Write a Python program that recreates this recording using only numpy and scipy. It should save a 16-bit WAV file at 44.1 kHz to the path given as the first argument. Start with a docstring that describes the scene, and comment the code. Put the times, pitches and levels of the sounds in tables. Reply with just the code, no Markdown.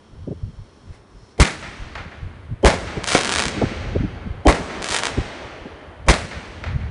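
"""A residential street at night: a firework cake fires four shots, close enough to overload the microphone.
Each charge booms, a noise roar rattles between the house fronts and delayed slaps return from a far building.
After the second and third shots, clouds of crackling stars, made of many tiny shocks, go off overhead.
The fuse hisses faintly as noise in narrow bands, and gusts buffet the microphone with low, swinging pushes."""
import sys
import numpy as np
from scipy import signal
from scipy.fft import rfft, irfft
from scipy.io import wavfile

SR = 44100
rng = np.random.default_rng(int(sys.argv[2]) if len(sys.argv) > 2 else 0)


def dump(signal):
    """Clip the signal to [-1, 1] and save it as 16-bit WAV at the path in sys.argv[1]."""
    limited = np.clip(np.atleast_2d(signal).T, -1, 1)
    pcm = np.round(limited * 32767).astype(np.int16)
    wavfile.write(sys.argv[1], SR, pcm)


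N = 304290
T = np.arange(N) / SR
AGE = T[:3 * SR]  # seconds since an event began
CUTOFF_HZ = 10300

# All levels are relative settings; spectra give the balance between pitches.
# Hum and hush of the night around the street: pitch_hz [Hz], level_db [dB per Hz]
NIGHT_SPECTRUM = [(120, -38), (200, 3.5), (411, 1.5), (740, -7), (1030, -5), (1240, -8), (2880, -20),
                  (3180, -19.5), (3890, -18.5), (5170, -42), (6220, -44), (9780, -26), (11000, -54),
                  (14300, -78), (22000, -120)]
# Strength of the wind at the microphone, as its rumble: time_s [s], level_db [dB]
WIND_COURSE = [(0.0, -59), (0.19, -42.5), (0.42, -34.5), (0.67, -52), (1.75, -45.5), (2.38, -37),
               (3.0, -38.5), (3.86, -30.5), (4.32, -32.5), (4.8, -41.5), (5.21, -42.5), (5.82, -48.5),
               (6.19, -36.5), (6.47, -41), (6.75, -28.5), (6.9, -30)]
# Low turbulence of the wind: pitch_hz [Hz], level_db [dB per Hz]
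RUMBLE_SPECTRUM = [(20, -33), (45, -1), (85, 3.5), (140, -6.5), (220, -15.5), (400, -40.5), (1000, -75)]
# Hardest buffets of air on the microphone: strike_s [s], level_db [dB], upper_edge_hz [Hz]
BUFFETS = [(0.281, -27, 430), (0.316, -25.5, 420), (0.6, -35, 108), (0.908, -36, 116), (1.813, -31, 109),
           (2.236, -29.5, 125), (2.521, -25, 167), (2.977, -24, 380), (3.465, -27, 250), (3.579, -25, 300),
           (3.622, -15.5, 750), (3.64, -17.5, 330), (3.718, -29, 450), (3.961, -18, 480), (4.005, -22, 230),
           (4.045, -19.5, 290), (4.602, -28.5, 300), (5.183, -19, 381.6), (5.192, -20.5, 170),
           (5.663, -33, 460)]
# Course of the fuse's hiss: time_s [s], level_db [dB], tilt_db [dB per octave]
FUSE_COURSE = [(0, -63, -8), (.75, -61, -3), (.92, -62, 0), (1.05, -67, 0), (1.18, -62, 10),
               (1.32, -60, 12), (1.45, -80, 0)]
# Whistles of the fuse: pitch_hz [Hz], width_hz [Hz], level_db [dB]
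WHISTLES = [(3250, 250, -2), (4350, 450, -1), (5300, 450, 1)]
# Soft rush of the burning fountain: time_s [s], level_db [dB]
FOUNTAIN_COURSE = [(.4, -79), (.85, -69), (.95, -50.5), (1.04, -73), (1.4, -64)]
# Clouds of stars lit together, popping around a common burn time:
# middle_s [s], length_s [s], middle_rate [pops per s], typical_level_db [dB]
STAR_CLOUDS = [(3.135, .22, 1100, -12.5), (3.33, .36, 280, -10), (4.861, .1, 460, -19),
               (4.947, .14, 750, -12), (5.059, .06, 200, -17)]
# Stars that crack out above the rest, before the common lag and lift: start_s [s], level_db [dB]
CRACKS = [(3.041, -9), (3.0859, -7), (3.1482, -2), (3.2465, -6), (3.2924, -4), (3.3214, -4), (3.3588, -1),
          (3.3842, -4), (3.3932, -2), (3.4216, -4), (3.454, -5), (3.4815, -7), (4.8254, -13), (4.8424, -9),
          (4.8868, -10), (4.9437, -5), (4.9634, -6), (4.9864, -7), (5.034, -4), (5.0534, -3), (5.0684, -6)]
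# Shell bursting overhead: start_s [s], level_db [dB]
BURSTS = [(3.15, -3.5)]
# Colour of a blast up close: pitch_hz [Hz], level_db [dB per Hz]
BLAST_SPECTRUM = [(40, -1), (150, 17.5), (330, 5), (600, 1.5), (1100, 4), (1400, 0), (2100, 4),
                  (2800, -5.5), (4200, -6), (6000, -7.5), (10000, -13.5)]
# Colour of the sound between the house fronts: pitch_hz [Hz], level_db [dB per Hz]
CANYON_SPECTRUM = [(40, -49), (170, 11), (330, 3), (550, 6.5), (1100, 1), (2100, 4), (2900, -4), (4200, -5),
                   (6000, -9.5), (10000, -15)]
# Far reverberation: pitch_hz [Hz], level_db [dB per Hz], t60_s [s]
DISTRICT = [(40, -31, 1.2), (170, 9.5, 2.76), (506, 0, 4.6), (1030, -2, 4.05), (1900, 0.5, 3.06),
            (3000, -3.5, 2.55), (4260, -5, 1.88), (6670, -7.5, 1.44), (10000, -11.5, 0.48)]
# Echoes off house fronts and far blocks:
# delay_s [s], slap_db [dB], scatter_db [dB], scatter_decay_s [s], upper_edge_hz [Hz]
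ECHOES = [(0.054, -6.5, -47, 0.0051, 7000), (0.075, -42, -27.5, 0.022, 7540), (.225, -47, -31, 0.1, 3950),
          (0.553, -16.5, -24.5, 0.014, 3200), (.575, -38, -29, .06, 3000), (.715, -64, -38.5, 0.089, 2780)]
# Shots of the cake: start_s [s], blast_db [dB], hollow_db [dB, low-mid ring, 0 leaves it unchanged],
# flutter_db [dB, before the blast], tail_db [dB, street tail], roar_lag_s [s]
SHOTS = [(1.4006, 3.5, -2.5, -23, -2.5, 0.00092), (2.649, 1, 7.5, -6, 0, 0.0064),
         (4.4713, -2, 9.5, -3, 0.5, .008), (6.086, 3.5, 2.5, -15, -2.5, 0.0011)]

# An eddy with this upper edge has this length; smaller eddies reach higher and pass sooner.
EDDY_S, EDDY_HZ, EDDY_SHRINK = .0085, 300, 0.61
SMALL_EDDIES_PER_S, SMALL_EDDY_HZ = 5, 161.7
SMALL_EDDY_DB = 4.5  # above the wind
CRACK_DB, CRACK_LAG_S = 4.5, .0012
STAR_SPREAD_DB, STAR_LARGEST_DB = 6, 6


def from_db(db):
    """Amplitude factor of a level in dB."""
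    return 10 ** (np.asarray(db) / 20)


def rms_one(x):
    """Scale a sound to rms 1."""
    return x / np.sqrt(np.mean(x ** 2) + 1e-20)


def at_hz(rows, hz, axis=1):
    """Read a table column at a pitch, interpolated over log frequency."""
    table = np.array(rows)
    return np.interp(np.log(hz), np.log(table[:, 0]), table[:, axis])


def cut(x, hz, kind, order=2):
    """Butterworth filter: low, high or band."""
    sos = signal.butter(order, np.clip(hz, 10, .45 * SR), kind, fs=SR, output="sos")
    return signal.sosfilt(sos, x + 1e-18)


def add(out, s, x):
    """Mix x into out from time s on."""
    i = max(round(s * SR), 0)
    out[i:i + len(x)] += x[:len(out) - i]


def resonance(x, hz, width_hz):
    """A two-pole resonator rings at one pitch; a narrower width rings longer."""
    r = np.exp(-np.pi * width_hz / SR)
    feedback = [1, -2 * r * np.cos(2 * np.pi * hz / SR), r * r]
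    return signal.lfilter(np.array([1, 0, -1]) * (1 - r * r) / 2, feedback, x)


def coloured(spectrum, size):
    """Noise of a given spectrum, rms 1."""
    hz = np.fft.rfftfreq(size, 1 / SR) + 1
    bins = rfft(rng.standard_normal(size)) * from_db(at_hz(spectrum, hz))
    return rms_one(irfft(bins * (hz < CUTOFF_HZ + 1000), size))


def grain(spread_db, per_s, size):
    """A gain that wanders at random, so that single moments stand out of the mass; rms 1."""
    wander = np.interp(T[:size] * per_s, np.arange(size), rng.standard_normal(size))
    return rms_one(from_db(spread_db * wander))


def district_tail(swell_s):
    """Scatter from distant houses builds up, then dies band by band; the air takes the treble soonest."""
    edges = np.geomspace(35, 12000, 19)
    white = rng.standard_normal((2, len(AGE)))
    steady, dying = 0, 0
    for k, (low, high) in enumerate(zip(edges, edges[1:])):
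        hz = np.sqrt(low * high)
        # neighbouring bands draw on different noise
        band = cut(white[k % 2], [low, high], "band") * from_db(at_hz(DISTRICT, hz))
        steady = steady + band
        dying = dying + band * from_db(-60 * AGE / at_hz(DISTRICT, hz, axis=2))
    swell = 1 - np.exp(-AGE / swell_s)
    return dying / np.std(steady) * swell * grain(0.14, 28.3, size=len(AGE))


def shock(low_hz, high_hz):
    """A steep pressure front, a deep underpressure and a small rebound; peak 1."""
    pulse = cut(signal.unit_impulse(1024), low_hz, "high")
    pulse = cut(pulse, high_hz, "low", order=1)
    pulse = signal.lfilter([.72, -1], [1, -.72], pulse)  # all-pass: shifts phase only
    pulse = cut(pulse, CUTOFF_HZ, "low", order=6)
    return pulse / np.abs(pulse).max()


def night():
    """The street's background: steady noise, weak in the treble."""
    return from_db(-52.0) * coloured(NIGHT_SPECTRUM, N)


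def eddy(t, edge_hz):
    """An eddy strikes the microphone at t = 0 with quick swings that slow down as it passes."""
    length_s = EDDY_S * (EDDY_HZ / edge_hz) ** EDDY_SHRINK
    # the push fades more slowly than it rises
    shape = np.exp(-np.abs(t / length_s) ** 1.5 / np.where(t < 0, 1, 2))
    swing_hz = .38 * edge_hz * 2 ** (-.6 * np.clip(t / length_s, -.7, 1.5))
    swing = np.sin(2 * np.pi * (np.cumsum(swing_hz) / SR + rng.random()))
    churn = cut(rng.standard_normal(len(t)), edge_hz, "low", order=5)
    churn = rms_one(cut(churn, 0.33 * edge_hz, "high"))
    push = (swing + churn) * shape
    return push * from_db(4.5) * np.linalg.norm(shape) / np.linalg.norm(push)


def wind():
    """Low turbulence, random small eddies whose level follows the wind, and a few hard buffets."""
    lumps = grain(3.5, 22, size=N)
    wind_db = np.interp(T, *np.transpose(WIND_COURSE))
    out = from_db(wind_db) * coloured(RUMBLE_SPECTRUM, N) * lumps
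    small_eddies = []
    for i in np.flatnonzero(rng.random(N) < SMALL_EDDIES_PER_S / SR):
        edge_hz = SMALL_EDDY_HZ * 2 ** rng.uniform(-0.512, 0.28)
        small_eddies.append((T[i], wind_db[i] + SMALL_EDDY_DB, edge_hz))
    t = T[:SR // 2] - 1 / 4  # from 1/4 s before the strike to 1/4 s after
    for strike_s, level_db, edge_hz in list(BUFFETS) + small_eddies:
        out += from_db(level_db) * np.interp(T - strike_s, t, eddy(t, edge_hz), 0, 0)
    return out


def fuse():
    """A thin jet of gas whistles in the tubes: one noise rings in several bands."""
    jet = rng.standard_normal(N)
    time_s, level_db, tilt_db = np.transpose(FUSE_COURSE)
    hiss = np.zeros(N)
    for hz, width_hz, whistle_db in WHISTLES:
        # the tilt pivots around 4300 Hz
        course_db = np.interp(T, time_s, level_db + tilt_db * np.log2(hz / 4300))
        hiss += from_db(whistle_db + course_db) * rms_one(resonance(jet, hz, width_hz)) / 2
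    return hiss


def fountain():
    """Sparks rush out as soft noise of changing level."""
    return from_db(np.interp(T, *np.transpose(FOUNTAIN_COURSE))) * coloured(CANYON_SPECTRUM, N)


def pops():
    """Every star pops with one tiny shock, its pitch set by its size; each cloud thickens and thins."""
    out = np.zeros(N)
    crack_sizes = from_db(rng.normal(0, 1, len(CRACKS)))
    for (start_s, level_db), size in zip(CRACKS, crack_sizes):
        crack = from_db(level_db + CRACK_DB) * shock(650 * size, 3000 * size)
        add(out, start_s + CRACK_LAG_S, crack)
    strengths = from_db(np.minimum(rng.normal(0, STAR_SPREAD_DB, N), STAR_LARGEST_DB))
    strengths *= rng.choice([-1, 1], N)
    clicks = np.zeros(N)
    for middle_s, length_s, middle_rate, level_db in STAR_CLOUDS:
        # bell-shaped rate, zero outside the cloud
        rate = middle_rate * np.cos(np.pi * np.clip((T - middle_s) / length_s, -.5, .5)) ** 2
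        clicks += (rng.random(N) < rate / SR) * strengths * from_db(level_db)
    size_class = rng.integers(0, 6, N)
    for k, size in enumerate(np.geomspace(.6, 1.5, 6)):
        out += signal.oaconvolve(clicks * (size_class == k), shock(900 * size, 3600 * size))[:N]
    return out


def stars():
    """A shell bursts among the popping stars; the street smears them into a wash by convolution."""
    out = pops()
    for start_s, level_db in BURSTS:
        burst = cut(coloured(CANYON_SPECTRUM, len(AGE)), 2800, "low", order=1)
        add(out, start_s, from_db(level_db) * burst * np.exp(-AGE / .006))
    reflections = grain(5.0, 700, size=len(AGE))
    near = rng.standard_normal(len(AGE)) * reflections * from_db(-60 * AGE / 0.28)
    near = cut(near, 10000, "low", order=1)
    far = district_tail(swell_s=0.13)
    # overhead, no ground soaks up the treble
    far = far + from_db(9) * cut(far, 6000, "high", order=1)
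    street = from_db(-9) * near / np.linalg.norm(near)
    street += from_db(-15) * far / np.linalg.norm(far)
    return out + signal.oaconvolve(out, street)[:N]


def flutter(lead_s, ring_hz, ring_db):
    """A hollow flutter and a thin ring swell just ahead of the bang."""
    hollow = cut(rng.standard_normal(len(AGE)), 694, "low", order=6)
    hollow = rms_one(cut(hollow, 230, "high"))
    ring = from_db(ring_db) * np.sin(2 * np.pi * ring_hz * AGE)
    swell = np.minimum(AGE / lead_s, 1) ** 1.5
    return (hollow + ring) * swell * np.exp(-(AGE / (lead_s + .006)) ** 8)


def boom(rest_hz, glide_hz, glide_s):
    """The deep pressure wave swings for about two cycles and slows as it goes."""
    turns = rest_hz * AGE + glide_hz * glide_s * (1 - np.exp(-AGE / glide_s))
    envelope = (1 - np.exp(-AGE / .002)) * np.exp(-(AGE / .029) ** 4)
    return .72 * np.sin(2 * np.pi * turns) * envelope


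def echoes():
    """Each wall returns a slap and a dull smear of scatter."""
    out, size = np.zeros(len(AGE)), len(AGE)
    for delay_s, slap_db, scatter_db, decay_s, edge_hz in ECHOES:
        echo = from_db(scatter_db) * coloured(CANYON_SPECTRUM, size) * np.exp(-AGE / decay_s)
        add(echo, 0, from_db(slap_db) * shock(650, 3000))
        echo += from_db(slap_db - 5) * coloured(CANYON_SPECTRUM, size) * np.exp(-AGE / .002)
        add(out, delay_s, cut(cut(echo, 630, "high"), edge_hz, "low"))
    return out


def roar(blast_db, hollow_db, tail_db):
    """A dense volley, a roar between the house fronts and the far tail, with a hollow resonance."""
    size = len(AGE)
    # volley off parked cars and fences
    volley = coloured(BLAST_SPECTRUM, size) * grain(2.8, 450, size=size)
    volley *= from_db(-12.5) * (1 - np.exp(-AGE / 0.0015)) * np.exp(-(AGE / 0.032) ** 4)
    # the roar runs to and fro between the house fronts
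    canyon = coloured(CANYON_SPECTRUM, size) * grain(2.2, 250, size=size)
    canyon *= from_db(-17.5 - 60 * AGE / 0.44) * (1 - np.exp(-AGE / 0.0016))
    air = from_db(blast_db) * (volley + canyon)
    air += from_db(tail_db - 26.5) * district_tail(swell_s=0.3)
    return air + (from_db(hollow_db) - 1) * resonance(air, 480, 560)


def shots():
    """Hollow flutter, shock front, boom and roar, then the street answers."""
    out, size = np.zeros(N), len(AGE)
    lead_s = .0215
    for start_s, blast_db, hollow_db, flutter_db, tail_db, lag_s in SHOTS:
        add(out, start_s - lead_s, from_db(flutter_db) * flutter(lead_s, ring_hz=3120, ring_db=-22))
        # faint noise starts with the flutter, ahead of the bang
        soft_noise = from_db(-39.0) * coloured(BLAST_SPECTRUM, size) * np.exp(-AGE / 0.018)
        add(out, start_s - lead_s, soft_noise)
        # noisy front, then the sharp shock
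        front = from_db(blast_db - 4) * coloured(BLAST_SPECTRUM, size) * np.exp(-AGE / .0016)
        add(out, start_s - .001, front)
        add(out, start_s + lag_s + .002, from_db(blast_db + 2) * shock(450, 3000))
        add(out, start_s, boom(rest_hz=52.3, glide_hz=56.7, glide_s=0.004))
        add(out, start_s + lag_s, roar(blast_db, hollow_db, tail_db))
        add(out, start_s, echoes())
    return out


def scene():
    """The street from its background to the shots, on one channel."""
    return (night() + wind() + fuse() + fountain() + stars() + shots())[None]


def record(dry):
    """The microphone overloads on the blasts, bending peaks softly towards 0.8; the top is cut."""
    pressed = dry / (1 + (dry / .8) ** 4) ** (1 / 4)
    return signal.sosfiltfilt(signal.butter(16, CUTOFF_HZ + 200, fs=SR, output="sos"), pressed)


dry = scene()
out = record(dry)
dump(out)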